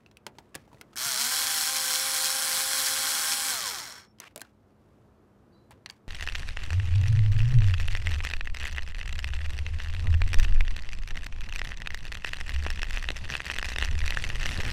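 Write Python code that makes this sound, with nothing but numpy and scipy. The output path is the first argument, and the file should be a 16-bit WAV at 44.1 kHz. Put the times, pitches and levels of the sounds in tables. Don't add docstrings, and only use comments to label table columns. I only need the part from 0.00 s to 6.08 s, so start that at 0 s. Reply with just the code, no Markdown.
import sys
import numpy as np
from scipy import signal
from scipy.fft import rfft, irfft, next_fast_len
from scipy.io import wavfile
from scipy.ndimage import uniform_filter1d, map_coordinates

SR = 44100
rng = np.random.default_rng(int(sys.argv[2]) if len(sys.argv) > 2 else 0)


def to_wav(s):
    ch = np.atleast_2d(s).T
    pcm = np.round(np.clip(ch, -1, 1) * 32767)
    wavfile.write(sys.argv[1], SR, pcm.astype(np.int16))


def voltage_ratio(decibels):
    exponent = np.asarray(decibels, float) / 20
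    return 10 ** exponent


N = 268128
T = np.arange(N) / SR


def unit(x):
    return x / np.sqrt(np.mean(x ** 2) + 1e-20)


def along(points, hz):
    f, v = np.transpose(points)
    return np.interp(np.log(hz + 1), np.log(f + 1), v)


def curves(rows):
    s, *cols = np.transpose(rows)
    return [np.interp(T, s, c) for c in cols]


def span(start_s, end_s):
    return uniform_filter1d(1. * (T > start_s) * (T < end_s), size=90)


def wobble(rate):
    coarse = T[::8]
    knots = rng.standard_normal(int(N * rate / SR) + 4)
    return np.interp(T, coarse, map_coordinates(knots, [coarse * rate]))


def filtered(x, gain, causal=False):
    m = 2 * next_fast_len(len(x) // 2 + 2048)
    g = gain(np.fft.rfftfreq(m, 1 / SR))
    if causal:
        c = irfft(np.log(g + 1e-6), m)
        c[1:m // 2] *= 2
        c[m // 2 + 1:] = 0
        g = np.exp(rfft(c))
    return irfft(rfft(x, m) * g, m)[:len(x)]


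def above(hz, edge_hz, order=4):
    return 1 / np.sqrt(1 + (edge_hz / (hz + 1)) ** (2 * order))


def peak(hz, centre_hz, width_hz):
    return hz * width_hz / np.hypot(centre_hz ** 2 - hz ** 2, hz * width_hz + 1)


# t/s, speed/(turns per s)
SPEED = [
    (0.965, 180),
    (1.065, 240),
    (1.15, 205),
    (1.21, 235.5),
    (1.31, 258.2),
    (1.38, 262.7),
    (1.47, 264.3),
    (1.75, 267),
    (2.9, 267.4),
    (3.49, 268),
]
# t/s, speed lost/(turns per s)
BINDS = [
    (1.6, 5.5),
    (1.87, 8.3),
    (2.18, 4.6),
    (2.49, 3.4),
    (2.82, 3),
]
BIND_S, RECOVER_S = .05, .125
CONTACT_S = .9645
RELEASE_S, TOP_SPEED = SPEED[-1]
COAST_S = .766


def shaft():
    drag = 0
    for s, lost in BINDS:
        width_s = np.where(T < s, BIND_S, RECOVER_S)
        drag = drag + lost * np.exp(-((T - s) / width_s) ** 2)
    progress = np.clip((T - RELEASE_S) / COAST_S, 0, 1)
    coast = TOP_SPEED * (1 - np.sin(np.pi / 2 * progress))
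    return np.where(T < RELEASE_S, curves(SPEED)[0] - drag, coast)


IDLE, STALL = 268, 17


def running(speed):
    speed_db = 20 * np.log10(np.clip((speed - STALL) / (IDLE - STALL), 1e-4, 1))
    return speed_db, (IDLE - speed) * (T < RELEASE_S)


PLANET = .593
BLOW_SHARE = 2.2


def planet_knocks(turns, on):
    at = np.flatnonzero(np.diff(np.floor(PLANET * turns)))
    luck = rng.standard_normal((len(at), 2))
    size_db = 2.5 * np.tanh(.6 * luck[:, 1]) + 2 * np.tanh(.7 * wobble(18)[at])
    jitter = (6 * luck[:, 0]).astype(int)
    blows = np.zeros(N)
    blows[np.clip(at + jitter, 0, N - 1)] = voltage_ratio(size_db)
    decay = voltage_ratio(-60 * T[:600] / .0045)
    burst = signal.fftconvolve(blows, decay)[:N] * rng.standard_normal(N)
    colour = lambda f: (0.18 + above(f, 2800, order=2)) / (1 + (f / 9500) ** 4)
    sharp = filtered(burst + BLOW_SHARE * blows, colour, causal=True)
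    return unit(sharp * on) * np.sqrt(np.mean(on))


# f/Hz, level/dB per Hz
HOUSING = [(350, -42.5), (600, -16.5), (778, -12.5), (856, -5), (1540, 0), (2810, -9.5), (4230, -4),
           (10100, -2), (11500, -7), (15700, -12.5)]
# f/Hz, width/Hz, level/dB
SHELL = [(1520, 410, -8.5), (2206, 240, -4), (3277, 560, 0), (4215, 300, -3.5), (5670, 32, -3.5),
         (8400, 340, -11), (12200, 600, 0), (14000, 520, -5.5)]
# f/Hz, width/Hz, depth/(0-1)
HOLLOWS = [(2784, 210, 0.3), (3655, 140, 0.7), (13950, 300, .4)]


def shell(f):
    bumps = 1 + sum(voltage_ratio(db) * peak(f, c, w) ** 2 for c, w, db in SHELL)
    dips = np.prod([1 - np.clip(d, 0, .9) * peak(f, c, w) ** 2 for c, w, d in HOLLOWS], axis=0)
    return (voltage_ratio(along(HOUSING, f)) + voltage_ratio(-15.5) * above(f, 150)) * bumps * dips


# level at full speed/dB, growth/(dB per dB of speed), load/(dB per turn/s of lag), clatter share/1
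LAYERS = [
    (-33.5, 0.97, 0.32, 0.68),
    (-39, 0.63, 0.03, .3),
    (-35.5, 1.4, 0.48, .4),
]
# t/s, level/dB
CLATTER = [(1.075, 1), (1.21, 3.5), (1.3, -1.5), (1.49, 2), (1.59, 0.5), (1.67, 0.5), (1.77, 5.5),
           (1.95, 3), (2.17, 1.5), (2.26, 5), (2.42, 0.5), (2.8, 2.5), (2.865, 5.5), (3.33, 3.5),
           (3.43, -2.5), (3.69, 5.5), (3.8, 0.5)]
# f/Hz, width/Hz, level/dB, growth/(dB per dB of speed)
BRUSH_RING = (5450, 130, -47.5, .75)
LOAD_TOP = 6.3
CLATTER_S, SPIN_UP_S = .018, .02
KNOCK_DB, KNOCK_SLOW_DB, CLATTER_KNOCK = -8.5, 8, .3


def gears(turns):
    speed = SR * np.gradient(turns)
    speed_db, lag = running(speed)
    on = span(CONTACT_S, RELEASE_S + COAST_S)
    clatter_db = sum(db * np.exp(-((T - s) / CLATTER_S) ** 2) for s, db in CLATTER)
    load_lag = np.clip(lag, 0, LOAD_TOP)
    rattle_db, low_db, fizz_db = [db + grows * speed_db + load * load_lag + share * clatter_db
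                                  for db, grows, load, share in LAYERS]
    knock_db = KNOCK_DB + KNOCK_SLOW_DB * (1 - voltage_ratio(speed_db)) + CLATTER_KNOCK * clatter_db

    beat = 1 + 0.15 * np.cos(2 * np.pi * turns)
    beat += 0.063 * np.cos(6 * np.pi * turns) + 0.042 * np.cos(2 * np.pi * turns / 3)
    unevenness = voltage_ratio(0.93 * wobble(15) + 1.7 * wobble(500))
    mesh = unit(rng.standard_normal(N) * beat * unevenness)
    body = filtered(mesh + voltage_ratio(knock_db) * planet_knocks(turns, on), shell, causal=True)
    slow = np.clip(0.7 * (1 - speed / 255), 0, 1)
    body += slow * filtered(body, lambda f: 2.4 * peak(f, 5480, 220) ** 2 - 0.4 * peak(f, 2530, 700) ** 2)

    low = filtered(body, lambda f: 1 - above(f, 2600) ** 2)
    fizz = filtered(body, lambda f: above(f, 7460) ** 2)
    level = lambda v: v / np.sqrt(np.mean((v * on) ** 2) / np.mean(on))
    bands = voltage_ratio(rattle_db) * level(body - low - fizz)
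    bands += voltage_ratio(low_db) * level(low) + voltage_ratio(fizz_db) * level(fizz)

    hz, width_hz, ring_db, grows = BRUSH_RING
    sing = unit(filtered(mesh, lambda f: peak(f, hz, width_hz) ** 2)) * voltage_ratio(ring_db + 3 * wobble(9))
    sing = sing * np.clip((speed - STALL / 2) / IDLE, 0, 1) ** grows
    rise = 1 - 0.53 * np.exp(-np.abs(T - CONTACT_S) / SPIN_UP_S)
    return on * (T > CONTACT_S) * rise * (sing + bands)


def order_line(turns, k, db, shake):
    phase = 2 * np.pi * k * turns + 0.22 * shake * wobble(40)
    return voltage_ratio(db + 4 + shake * wobble(30.05)) * np.sin(phase)


# order/1, unloaded level/dB, loss/(dB per turn/s of lag), gain/(dB per s), change once loose/dB
WHINE = [(30, -41, .45, 2.2, 0), (36, -39.5, .4, 1.2, 0), (42, -37, 1.6, 0, -11)]
# order/1, level below the middle one/dB
WHINE_SIDE = [(19, -8.5), (21, -17), (27, -7.5), (33, -12.5), (39, -19), (48, -19)]
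LOOSE_S, BRUSH_S = 3.0, .03


def whine(turns):
    speed = SR * np.gradient(turns)
    lag = running(speed)[1]
    loose = uniform_filter1d(1. * (T > LOOSE_S), size=7000)
    low, mid, high = [db - loss * lag + gain * (T - LOOSE_S) + change * loose
                      for _, db, loss, gain, change in WHINE]
    out = order_line(turns, 30, low, .7) + order_line(turns, 36, mid, .6) + order_line(turns, 42, high, .7)
    out += sum(order_line(turns, k, mid + db, 2.2) for k, db in WHINE_SIDE)
    out += order_line(turns, 21, -43, 1.5) * peak(21 * speed, 5450, 130) ** 2
    return span(CONTACT_S, N / SR) * voltage_ratio(-1.6) * span(CONTACT_S, RELEASE_S + BRUSH_S) * out


# order/1, level at full speed/dB, growth/(dB per dB of speed), unsteadiness/dB
HUM = [
    (2, -52, 3, 1.5),
    (3, -50.5, 1.45, 1.7),
    (6, -46.5, .3, 2.6),
]
# order/1, level relative to the third/dB
HUM_SIDE = [(1, -12), (4, -0.5), (5.332, -5), (6.5, -12)]
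# t/s, level/dB
PRESS = [
    (1.0, -11),
    (1.4, -4),
    (1.62, -11.5),
    (1.75, 0.5),
    (2.9, 1),
    (3.25, -7.5),
    (3.6, -5.5),
]
HUM_RISE_S, COAST_SING_DB = 0.037, 3


def hum(turns):
    speed = SR * np.gradient(turns)
    speed_db, lag = running(speed)
    second, third, sixth = [db + grows * speed_db for _, db, grows, _ in HUM]
    second = second + curves(PRESS)[0]
    handle_db = 40 * np.log10(peak(6 * speed, 1300, 900) + 1e-4)
    sixth = sixth - 0.08 * lag + handle_db + COAST_SING_DB * (T > RELEASE_S)
    out = sum(order_line(turns, k, db, shake) for (k, _, _, shake), db in zip(HUM, (second, third, sixth)))
    out += order_line(turns, 0.98, -52, 1.8) * peak(speed, 238, 17) ** 2 * span(1.16, 1.3)
    out += sum(order_line(turns, k, third + db + 0.92 * speed_db, 2.2) for k, db in HUM_SIDE)
    out += order_line(turns, 9, -53, 2.19) * peak(9 * speed, 1050, 700) ** 2 * (T > 1.3)
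    out += order_line(turns, 21, -42.5, 2.5) * peak(21 * speed, 5150, 900) ** 2 * (T > 3.5)
    rise = (1 - np.exp(-np.abs(T - CONTACT_S) / HUM_RISE_S)) ** 2
    return span(CONTACT_S, N / SR) * rise * out


# t/s, peak level/dB, ring f/Hz, snap rel. level/dB, sizzle rel. level/dB
SEEK = [(0.062, -37.5, 2680, -11.5, -34), (0.113, -51.5, 635, 4, -9), (0.17, -34.5, 2560, -10, -12),
        (0.266, -26, 875, 2.5, -9), (0.352, -52, 564, -7, -30), (0.37, -58, 8000, -30, -22),
        (0.403, -59, 8050, -30, -22), (0.493, -58, 8100, -30, -22), (0.385, -31, 916, -6, -38),
        (0.424, -59, 883, -8, -28), (0.545, -31.5, 2720, -7, -16), (0.552, -24.5, 1650, -6, 0.5),
        (0.557, -34, 540, 2.5, 6.5), (0.677, -45, 810, -24, -29), (0.716, -44, 1010, -22, -26),
        (0.73, -38, 930, -18, -21), (0.745, -51, 552, -0.5, -18), (0.772, -48, 1950, -14, -26),
        (0.784, -58, 1050, 2, 0), (0.812, -29.5, 2110, -4.5, -4.5), (0.816, -35.5, 1460, -21, -11),
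        (0.931, -44, 1250, -5, -22), (0.935, -53, 1250, 6, -8), (0.958, -29.5, 1630, -17, -2)]
LIFT = [(4.186, -48, 3300, -1, -15), (4.201, -24.5, 6200, -11, -4), (4.236, -37.5, 1560, -10, -22),
        (4.254, -40, 2400, -12, -22), (4.274, -36, 2900, -12, -18), (4.36, -31, 610, -3.5, 6),
        (4.377, -37.5, 660, -2, 5), (4.396, -37, 2480, -15, -8), (4.407, -35, 4030, -11, -2),
        (4.416, -26.5, 1570, -5.5, 0), (4.45, -44, 1410, -7, -20)]
RESEAT = [
    (5.708, -37, 864, -15, -6.5),
    (5.719, -41, 993, -13, -9),
    (5.776, -61, 576, -4, -26),
    (5.86, -33, 1475, 2.5, -18),
    (5.86, -23.5, 4400, -8, -30),
    (5.891, -39, 1600, -9, -14),
    (5.899, -26, 4560, -5.5, -16),
    (5.908, -42, 1010, -20, 3),
]
THUMP_DB = (-14.5, -16, -25)
THUMP_PER_DB, THUMP_PER_OCTAVE = 0.18, 5.4


def ticks():
    out, t = np.zeros(N + SR), T[:2800]
    top = lambda v: v / np.max(abs(v))

    def puff(t60, gain):
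        return top(filtered(rng.standard_normal(len(t)) * voltage_ratio(-60 * t / t60), gain, causal=True))

    for rows, soft_db in zip((SEEK, LIFT, RESEAT), THUMP_DB):
        for s, db, hz, snap_db, sizzle_db in rows:
            thump_db = soft_db - THUMP_PER_DB * (db + 50) - THUMP_PER_OCTAVE * np.log2(hz / 1000)
            ring = np.sin(2 * np.pi * hz * t) * voltage_ratio(-60 * t * hz ** .5 / .62) * (1 - np.exp(-t / .0003))
            snap = puff(0.016, lambda f: above(f, 900, order=2) / (1 + (f / 5500) ** 4))
            sizzle = puff(0.012, lambda f: above(f, 6600, order=3) / (1 + (f / 11000) ** 4))
            thump = puff(0.068, lambda f: peak(f, 260, 330))
            hit = voltage_ratio(-4) * ring + voltage_ratio(snap_db) * snap
            hit += voltage_ratio(sizzle_db - 1.5) * sizzle + voltage_ratio(thump_db + 8) * thump
            out[round(s * SR):][:len(t)] += voltage_ratio(db) * hit
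    return out[:N]


# t/s, peak level/dB, f/Hz
BUMPS = [
    (0.27, -52, 130),
    (0.559, -48, 143),
    (0.737, -50.5, 131.3),
    (1.059, -46, 134.7),
    (5.729, -52, 86.1),
    (5.903, -68, 4560),
    (5.903, -68, 2250),
]


def bumps():
    out, t = np.zeros(N + SR), T[:2800]
    for s, db, hz in BUMPS:
        swell = 1 - np.exp(-t / 0.0038)
        out[round(s * SR):][:len(t)] += voltage_ratio(db + 7.0 - 60 * t / 0.11) * np.sin(2 * np.pi * hz * t) * swell
    return out[:N]


# t/s, length/s, starting level/dB, change by the end/dB, bright part rel. level/dB
STROKES = [(0, .12, -77, -4, -16), (0.316, 0.35, -82, 0, -8), (.575, 0.13, -65.5, -23, -10),
           (.69, 0.12, -83, 2, 5.5), (.83, 0.12, -84, 10, -5), (4.206, 0.076, -56.5, 4.5, -27),
           (4.286, 0.043, -71, -5, -16), (4.425, 0.094, -61.5, -20, -14), (4.49, 0.24, -90, -5, -1),
           (5.709, .07, -57, -29, -29), (5.766, 0.075, -91, 7, -14), (5.92, 0.1, -69, -18, -11)]
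# t/s, half length/s, level/dB, bright part rel. level/dB
SLEEVE = (4.91, .14, -84, -3)


def rubbing():
    grit = rng.standard_normal(N) * voltage_ratio(3.5 * wobble(250) + 2 * wobble(60))
    chassis = lambda f: above(f, 780, order=2) * (1 + 1.1 * peak(f, 2240, 900)) / (1 + (f / 2600) ** 2)
    dull = unit(filtered(grit, chassis))
    bright = unit(filtered(grit, lambda f: above(f, 4200, order=2) / (1 + (f / 7000) ** 2)))
    s, half_s, db, rel_db = SLEEVE
    out = voltage_ratio(db) * np.exp(-((T - s) / half_s) ** 2) * (dull + voltage_ratio(rel_db) * bright)
    for s, long_s, db, change_db, rel_db in STROKES:
        level_db = db + change_db * np.clip((T - s) / long_s, 0, 1)
        out += span(s, s + long_s) * voltage_ratio(level_db) * (dull + voltage_ratio(rel_db) * bright)
    return out


# level/dB, rise/s, t60/s
SQUEAK_PARTS = [
    (-67.5, .05, .5),
    (-72, 0.013, .22),
]
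SQUEAK_S, SQUEAK_HZ, SQUEAK_CLIMB_HZ, SQUEAK_SETTLE_S = 5.518, 4030, 160, .03
SQUEAK_RATIO = 1.15


def squeak():
    t = np.clip(T - SQUEAK_S, 0, None)
    pitch_hz = SQUEAK_HZ - SQUEAK_CLIMB_HZ * np.exp(-t / SQUEAK_SETTLE_S)
    phase = 2 * np.pi * np.cumsum(pitch_hz) / SR
    low_db, high_db = [db - 60 * t / t60 + 20 * np.log10(1.0001 - np.exp(-t / rise_s))
                       for db, rise_s, t60 in SQUEAK_PARTS]
    low = voltage_ratio(low_db + 3 + 3 * wobble(90)) * np.sin(phase + 1.1 * wobble(220))
    high = voltage_ratio(high_db + 5 + 3.6 * wobble(150)) * np.sin(SQUEAK_RATIO * phase + 2.3 * wobble(300))
    return span(SQUEAK_S, SQUEAK_S + .17) * (low + high)


# f/Hz, t60/s
ROOM = [(300, 0.25), (2000, 0.12), (10000, 0.044)]


def room(x):
    hz, t, z = signal.stft(rng.standard_normal(SR // 2), SR, nperseg=256)
    decay = voltage_ratio(-60 * t / along(ROOM, hz)[:, None])
    tail = signal.istft(z * decay, SR, nperseg=256)[1]
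    delayed = np.pad(x, (150, 0))
    return signal.fftconvolve(delayed, tail / np.linalg.norm(tail))[:N]


# f/Hz, level/dB per Hz
AIR = [(25, -27), (45, -6.5), (108, -0.5), (160, -8), (350, -8), (750, -17.5), (1300, -21.5), (2200, -33),
       (4000, -39.5), (8000, -45), (14000, -48.5), (15000, -50.5), (15300, -120)]
AIR_DB = -60.5


def air():
    hush = unit(filtered(rng.standard_normal(N), lambda f: voltage_ratio(along(AIR, f))))
    drone = voltage_ratio(-70 + 4 + 2.5 * wobble(11)) * np.sin(2 * np.pi * 211 * T + 2.6 * wobble(12))
    return voltage_ratio(AIR_DB + 1.3 * wobble(3)) * hush + drone


TOP_HZ, CLICK_TOP_HZ = 15820, 16900
ECHO_DULL_HZ = 3500


def scene():
    turns = np.cumsum(shaft()) / SR
    drive = gears(turns)
    contacts = ticks() + bumps()
    dulled = filtered(contacts, lambda f: 1 / np.hypot(1, (f / ECHO_DULL_HZ) ** 2))
    echo = room(voltage_ratio(-14) * drive + voltage_ratio(-15) * dulled)
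    steady = drive + echo + hum(turns) + whine(turns) + rubbing() + squeak() + air()
    edge = lambda f, top_hz, width_hz: np.clip((top_hz - f) / width_hz, 0, 1)
    steady = filtered(steady, lambda f: edge(f, TOP_HZ, 80))
    sudden = filtered(contacts, lambda f: edge(f, CLICK_TOP_HZ, 1200))
    return (steady + sudden)[None]


def band_limit(x):
    return signal.sosfilt(signal.butter(12, 17000, fs=SR, output="sos"), x)


def record(dry):
    return band_limit(dry)


dry = scene()
out = record(dry)
to_wav(out)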